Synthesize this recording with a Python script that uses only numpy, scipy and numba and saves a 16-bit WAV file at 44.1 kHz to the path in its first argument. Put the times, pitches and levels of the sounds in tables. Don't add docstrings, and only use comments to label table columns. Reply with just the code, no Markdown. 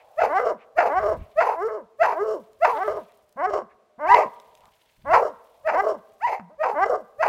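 import sys
import numpy as np
from scipy import signal
from scipy.io import wavfile
from scipy.ndimage import uniform_filter1d
from numba import njit

SR = 44100
rng = np.random.default_rng(int(sys.argv[2]) if len(sys.argv) > 2 else 0)


def boost(x):
    u = np.asarray(x, float) / 20
    return 10 ** u


def store_pcm(level_fs):
    pcm = np.round(np.clip(level_fs, -1, 1) * 32767).astype(np.int16)
    wavfile.write(sys.argv[1], SR, np.atleast_2d(pcm).T)


N = 321048


def rms_one(x):
    return x / np.sqrt(np.mean(x ** 2) + 1e-20)


def in_time(rows):
    s, *columns = np.transpose(rows)
    return [np.interp(np.arange(N) / SR, s, c) for c in columns]


def band(x, low_hz, high_hz, order=2):
    edges_hz = [low_hz, min(high_hz, SR / 2.2)]
    return signal.sosfilt(signal.butter(order, edges_hz, "band", fs=SR, output="sos"), x)


def wobble(hz):
    r = np.exp(-2 * np.pi * hz / SR)
    noise = rng.standard_normal(N + SR)
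    return rms_one(signal.lfilter([1], [1, -2 * r, r * r], noise)[SR:])


def puff_of_air(start_s, length_s):
    t = np.arange(N) / SR
    return np.exp(-((t - start_s) * 2 / length_s) ** 2)


# time_s, level_db
HISS_AND_RUSTLE = [(0.0, -76), (0.4, -66.5), (0.56, -86.5), (0.83, -79.5), (0.93, -70), (1.64, -77),
                   (1.76, -89), (2.03, -88), (2.17, -73), (2.57, -76.5), (2.76, -63.5), (3.95, -97.5),
                   (4.16, -71), (6.24, -75.5), (6.43, -89), (6.65, -92), (6.77, -76), (7.28, -80.5)]
# centre_s, length_s, level_db
WIND_GUSTS = [
    (1.015, 0.15, -43),
    (1.172, .12, -37.5),
    (2.946, 0.082, -48),
    (3.527, .08, -60),
    (4.664, 0.11, -64),
    (5.11, .14, -47),
]


def night(dogs):
    stir_db, = in_time(HISS_AND_RUSTLE)
    bark = np.sqrt(np.abs(uniform_filter1d(dogs ** 2, size=int(.05 * SR))))
    gusts = sum(boost(db) * puff_of_air(s, length) for s, length, db in WIND_GUSTS)

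    wind = rms_one(band(rng.standard_normal(N), 28, 120) * boost(4 * wobble(12)))
    hiss = rms_one(band(rng.standard_normal(N), 2600, 25000) * boost(2.6 * wobble(40)))
    rustle = rms_one(band(rng.standard_normal(N), 1700, 3800) * boost(3.7 * wobble(60)))
    hum = rms_one(band(rng.standard_normal(N), 270, 1000, order=1))

    wind_level = boost(-78.5) + gusts + boost(-39.5) * bark
    hiss_level = boost(stir_db + 0.5) + boost(-48.5) * bark
    rustle_db = -3 + stir_db + 1.1 * (stir_db - stir_db.mean())
    return wind_level * wind + hiss_level * hiss + boost(rustle_db) * rustle + boost(-71.5) * hum


# start_s, peak_db, pitch_hz
LEAF_TICKS = [(2.532, -48.5, 3325), (3.1203, -47, 2170), (3.1732, -47.5, 12920), (3.2925, -48, 6370),
              (3.326, -46, 9130), (3.5367, -52, 2013), (4.4, -39, 2001), (4.552, -39, 2810),
              (4.5741, -45, 2103), (4.6065, -45.5, 2049), (4.6552, -43.5, 2070), (4.7197, -58, 2203),
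              (5.597, -63, 3460), (5.8975, -58.5, 2623), (6.121, -53.5, 2524)]


def ticks():
    out, t = np.zeros(N), np.arange(400) / SR
    for (s, db, hz), snap in zip(LEAF_TICKS, rng.standard_normal((len(LEAF_TICKS), 400))):
        at = round(s * SR)
        snap = rms_one(band(snap, hz / 2, hz * 2, order=1))
        out[at:at + 400] += boost(db - 7) * snap * np.exp(-t / 0.0016)
    return out


# centre_hz, level_db, t60_s
TRUNK_SCATTER = [
    (185, 3, 0.96),
    (520, -6.5, 1.24),
    (800, -13, 1.5),
    (1310, 10, 0.6),
    (3000, -18.5, 0.27),
    (6000, -17, .6),
]


def woods(x):
    t = np.arange(SR * 3 // 2) / SR
    scatter = np.zeros(len(t))
    for hz, db, t60 in TRUNK_SCATTER:
        noise = rms_one(band(rng.standard_normal(len(t)), hz / 1.4, hz * 1.4))
        scatter += boost(db - 60 * t / t60) * noise
    scatter *= 1 - np.exp(-t / 0.11)
    return signal.fftconvolve(x, scatter)[:N] / np.sqrt(SR)


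# delay_s, level_db
EARLY_ECHOES = [
    (.0031, -24),
    (.0087, -21),
    (.0173, -17.5),
    (.029, -19.5),
    (.046, -22),
]


def echoes(x):
    out = x.copy()
    for k, (delay, db) in enumerate(EARLY_ECHOES):
        lag = round(delay * SR)
        out[lag:] += boost(db) * (-1) ** k * x[:-lag]
    return out


# centre_s, length_s,
# level_db, pitch_hz
SOFT_SWELLS = [
    (.0, 0.057, -57, 2040),
    (.0, 0.9, -54.5, 680),
    (0.615, 0.06, -58.5, 2185),
    (1.22, 0.1, -63.5, 2200),
    (3.099, 0.032, -66, 2141),
    (3.715, 0.042, -62, 1740),
    (4.656, 0.077, -55, 918),
    (4.963, 0.058, -85, 2300),
]


def gasps():
    air = rng.standard_normal(N)
    return sum(boost(db) * puff_of_air(s, length) * rms_one(band(air, hz / 1.25, hz * 1.25))
               for s, length, db, hz in SOFT_SWELLS)


@njit
def moving_resonance(x, twice_r_cos, r):
    y = np.zeros(len(x))
    for i in range(2, len(x)):
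        y[i] = (1 - r * r) / 2 * (x[i] - x[i - 2]) + twice_r_cos[i] * y[i - 1] - r * r * y[i - 2]
    return y


def resonance(x, hz, width_hz):
    r = np.exp(-np.pi * width_hz / SR)
    return moving_resonance(x, 2 * r * np.cos(2 * np.pi * hz / SR) * np.ones(N), r)


def voice_breaks(breaks):
    t = np.arange(N) / SR
    chaos, half = np.full(N, .06), np.zeros(N)
    for start, end, amount, alternation in breaks:
        broken = np.interp(t, [start - .004, start + .004, end - .015, end + .015], [0, 1, 1, 0])
        chaos, half = chaos + amount * broken, half + alternation * broken
    return chaos, half


def upper_cavities(grainy, top):
    out = np.zeros(N)
    for hz, width_hz, db in top:
        once = resonance(grainy, hz, 1.5 * width_hz)
        out += boost(db) * resonance(once, hz, 1.5 * width_hz)
    return out


def bark_gate(barks):
    t, gate = np.arange(N) / SR, np.zeros(N)
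    for bark in barks:
        first, last = bark[0][0], bark[-1][0]
        gate = np.maximum(gate, np.clip(1 + np.minimum(t - first, last - t) / .003, 0, 1))
    return gate


def dog(barks, breaks, throat, top, pitch_spread, strength_spread_db, widths_hz, cut_hz, upper_ratio,
        upper_db, slope_db, breath_db, rasp_db, clear_top_db, whisper_db):
    t = np.arange(N) / SR
    chaos, half = voice_breaks(breaks)
    rows = np.array(sorted(row for bark in barks for row in bark))
    pitch_hz, _, mouth_hz, open_db = in_time(rows)
    level = np.interp(t, rows[:, 0], boost(rows[:, 2] / 3)) ** 3
    upper_hz = np.clip(upper_ratio * pitch_hz, 1000, 2100)
    mouth_hz = uniform_filter1d(mouth_hz, size=500) * np.exp(.08 * chaos * wobble(30))

    turn = 2 * np.pi * np.cumsum(pitch_hz * np.exp(pitch_spread * chaos * wobble(80))) / SR
    per_khz_db = np.clip(slope_db + 0.9 * (open_db + 14.5), -30, -2.2)
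    fall = boost(per_khz_db * pitch_hz / 1000)
    puffs = (1 - fall ** 2) / (1 - 2 * fall * np.cos(turn) + fall ** 2)
    unevenness = boost(strength_spread_db * chaos * np.tanh(wobble(40)))
    strength = (1 + half * np.cos(turn / 2)) * unevenness

    air = rng.standard_normal(N) * puffs ** 0.028
    breath = band(air, 460, 1100)
    breath += boost(np.minimum(open_db + 15.0, 3)) * band(air, 1100, 4200, order=1)
    source = strength * (puffs - 1) + boost(breath_db) * (chaos + 0.009) * breath

    voice = resonance(source, mouth_hz, widths_hz[0])
    voice += boost(upper_db) * resonance(source, upper_hz, widths_hz[1])
    for hz, width_hz, db in throat:
        voice += boost(db) * resonance(source, hz, width_hz)
    voice = signal.sosfilt(signal.butter(8, cut_hz, fs=SR, output="sos"), voice)

    grainy = source + boost(whisper_db) * air * boost(3 * wobble(25))
    top_level = boost(clear_top_db * (3.5 - np.clip(2 * chaos, 0, 1)))
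    voice += top_level * upper_cavities(grainy, top)
    voice += boost(rasp_db) * band(air * boost(2.7 * wobble(35)), 4000, 14000, order=1)
    voice = signal.sosfilt(signal.butter(3, 360, "high", fs=SR, output="sos"), voice)

    voice /= np.sqrt(uniform_filter1d(voice ** 2, size=900) + 1e-9)
    voice *= boost(strength_spread_db * chaos * np.tanh(wobble(22)) * .8)
    closed = np.clip((270 - pitch_hz) / 80, .02, .95)
    voice = (1 - closed) * voice + closed * np.sqrt(2) * strength * np.cos(turn)
    return voice * bark_gate(barks) * level


# start_s, top_s, top_pitch_hz, top_level_db, mouth_hz
BAY_RISES = [(.27, .385, 405.5, -18, 814), (0.87, .99, 393, -19, 780), (1.541, 1.678, 465.7, -21.5, 501.7),
             (2.128, 2.238, 441.3, -21.5, 496), (2.731, 2.833, 400, -23.5, 762),
             (3.361, 3.46, 385.6, -20.5, 790), (3.982, 4.133, 416.5, -18, 809),
             (5.044, 5.145, 391.3, -20.5, 800), (5.715, 5.808, 404.6, -17.5, 853),
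             (6.735, 6.843, 411.5, -16.5, 791)]
# sag_s, end_s, held_pitch_hz, held_level_db, jaw_opening_db
BAY_HOLDS = [(.499, .575, 451.6, -19.5, -23), (1.12, 1.191, 422.2, -21.5, -22),
             (1.765, 1.86, 431, -26.5, -23.5), (2.335, 2.438, 439, -22, -34.5),
             (2.97, 3.052, 433.2, -25, -23.5), (3.58, 3.663, 423.8, -24, -24.5),
             (4.23, 4.285, 427.6, -18.5, -36.5), (5.26, 5.345, 482, -22, -43),
             (5.915, 6.003, 420.8, -23.5, -30), (6.96, 7.05, 460, -23, -39.5)]
# share_of_rise, share_of_top_pitch, level_under_top_db
BAY_SWELL = [
    (0.149, .69, -15.5),
    (.42, 0.74, -5),
    (.68, .92, -4),
    (.88, 0.96, 1.5),
]
# share_of_sag, share_of_held_pitch, level_change_db, jaw_opening_added_db
BAY_SINK = [
    (0, 0.98, -3.5, -2.5),
    (.5, 0.59, -15, 5),
    (1.001, 0.4, -35.5, 2.5),
]


def bays():
    barks, start_mouth_hz, start_open_db = [], 690, -13
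    for (start, top, hz, db, mouth_hz), (sag, end, held_hz, held_db, held_open_db) in zip(BAY_RISES, BAY_HOLDS):
        open_db = -5 + 0.08 * (mouth_hz - 780)
        narrow_hz = 619 + 0.19 * (mouth_hz - 780)
        bark = [(start, hz * BAY_SWELL[0][1] * 0.74, db - 29, start_mouth_hz, start_open_db)]
        for part, share, under_db in BAY_SWELL:
            bark.append((start + part * (top - start), hz * share, db + under_db,
                         start_mouth_hz + part ** 2 * (mouth_hz - start_mouth_hz),
                         start_open_db + part ** 2 * (open_db - start_open_db)))
        bark += [(top, hz, db, mouth_hz, open_db),
                 (top + .005, held_hz, held_db - 3.5, narrow_hz, held_open_db + 11),
                 ((top + sag) / 2, held_hz, held_db, narrow_hz, held_open_db)]
        for part, share, change_db, more_db in BAY_SINK:
            bark.append((sag + part * (end - sag), held_hz * share, held_db + change_db, narrow_hz,
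                         held_open_db + more_db))
        barks.append(bark)
    return barks


# break_s, clear_s, chaos (0-1), half_lines (0-1)
BAY_CRACKS = [(.392, .53, .45, .7), (.995, 1.15, .4, .7), (1.672, 1.79, .14, .5), (2.235, 2.36, .12, .5),
              (2.875, 2.99, .5, .5), (3.5, 3.63, .55, .5), (4.14, 4.27, .6, .5), (5.15, 5.3, .55, .6),
              (5.83, 5.96, .55, .5), (6.855, 7.0, .55, .5)]
# centre_hz, width_hz, level_db
DEEP_THROAT = [
    (525, 25, -21.5),
    (1535, 260, -10),
    (2017, 120, -2.5),
]
# centre_hz, width_hz, level_db
DEEP_TOP = [
    (2947, 280, -12.5),
    (4844, 750, -20.5),
    (5500, 400, -12.5),
    (6230, 2000, -19),
]


def deep_dog():
    return dog(bays(), BAY_CRACKS, DEEP_THROAT, DEEP_TOP, pitch_spread=.14, strength_spread_db=11,
               widths_hz=(120, 170), cut_hz=1860, upper_ratio=2.685, upper_db=-1.5, slope_db=-9.5,
               breath_db=6.5, rasp_db=-60.5, clear_top_db=-4.5, whisper_db=-12.5)


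# start_s, top_s, top_pitch_hz, top_level_db
YELP_RISES = [(.165, .2, 667, -16.5), (.752, 0.798, 678, -15), (1.355, 1.4, 661.5, -11),
              (1.985, 2.029, 691.6, -10.5), (2.601, 2.643, 691.7, -11.5), (4.052, 4.134, 1016, -9),
              (5.085, 5.124, 700, -14), (5.635, 5.683, 670, -18), (6.2, 6.26, 990, -16.5),
              (6.578, 6.626, 637.5, -19.5), (7.178, 7.221, 670, -18)]
# end_s, pitch_hz, level_db, mouth_hz
YELP_STRAINS = [(.29, 520, -18, 720), (.9, 500, -19.5, 800), (1.535, 490, -19, 902),
                (2.145, 490, -22.5, 933), (2.77, 500, -20.5, 954), (4.255, 1044, -21.5, 880),
                (5.201, 495, -15, 905), (5.78, 557.9, -20.5, 888), (6.365, 1003, -22.5, 812),
                (6.74, 490, -23, 910), (7.33, 612.4, -19.5, 922)]
# share_of_rise, share_of_glide, level_under_top_db, jaw_opening_db
YELP_SWELL = [
    (0, 0, -44, -20),
    (0.499, .7, -10.5, -9.5),
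    (0.819, .93, -0.5, -8),
    (1, 0.99, -4.5, -10),
]
# time_s, pitch_hz, level_db, mouth_hz, jaw_opening_db
SHUT_WHINE = [
    (6.396, 240, -37.5, 796, -3.5),
    (6.437, 172.3, -47, 810, -14.5),
    (6.485, 170.2, -55, 800, -30),
    (6.51, 300.5, -50, 645, -19),
    (6.545, 326.8, -54, 634, -19),
]


def yelps():
    barks, start_hz = [SHUT_WHINE], 540
    for (start, top, hz, db), (end, low_hz, low_db, mouth_hz) in zip(YELP_RISES, YELP_STRAINS):
        wider_db = .02 * (hz - 680)
        bark = [(start + part * (top - start), start_hz + share * (hz - start_hz), db + under_db, hz * .97,
                 open_db + wider_db)
                for part, share, under_db, open_db in YELP_SWELL]
        bark += [(top + .006, hz * .98, db - 2.5, mouth_hz * 1.035, -5.5),
                 (top + .04, low_hz, low_db, mouth_hz, -21.5),
                 (end, low_hz * .86, low_db - 8, mouth_hz * 1.003, -19),
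                 (end + .025, low_hz * .75, low_db - 20.5, mouth_hz * 0.83, -25)]
        barks.append(bark)
    return barks


# break_s, clear_s, chaos (0-1), half_lines (0-1)
YELP_CRACKS = [(.2, .3, .7, .4), (.772, .9, .55, .6), (1.4, 1.57, .7, .4), (2.028, 2.15, .7, .4),
               (2.645, 2.72, .7, .4), (4.142, 4.29, .85, .5), (5.128, 5.2, .7, .5), (5.672, 5.77, .75, .5),
               (6.27, 6.4, .6, .9), (6.628, 6.72, .7, .4), (7.222, 7.3, .75, .4)]
# centre_hz, width_hz, level_db
HIGH_THROAT = [
    (495, 42, -12),
    (1490, 2200, -20.5),
    (2300, 120, -20.5),
    (2601, 160, -11.5),
]
# centre_hz, width_hz, level_db
HIGH_TOP = [
    (4724, 660, -33),
    (5100, 250, -32.5),
    (6200, 930, -34),
    (7050, 390, -35),
]


def high_dog():
    return dog(yelps(), YELP_CRACKS, HIGH_THROAT, HIGH_TOP, pitch_spread=.17, strength_spread_db=8,
               widths_hz=(170, 300), cut_hz=2284, upper_ratio=2.23, upper_db=-9.5, slope_db=-8.5,
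               breath_db=14.5, rasp_db=-41.5, clear_top_db=0.5, whisper_db=-10.5)


def scene():
    dogs = high_dog() + deep_dog()
    mix = night(dogs) + ticks() + boost(-25) * woods(dogs) + gasps() + echoes(dogs)
    return mix[None]


def top_cut(x):
    return signal.sosfilt(signal.butter(12, 15760, fs=SR, output="sos"), x)


def record(dry):
    rounded = dry / (1 + (np.abs(dry) / .8) ** 6) ** (1 / 6)
    return top_cut(rounded)


dry = scene()
out = record(dry)
store_pcm(out)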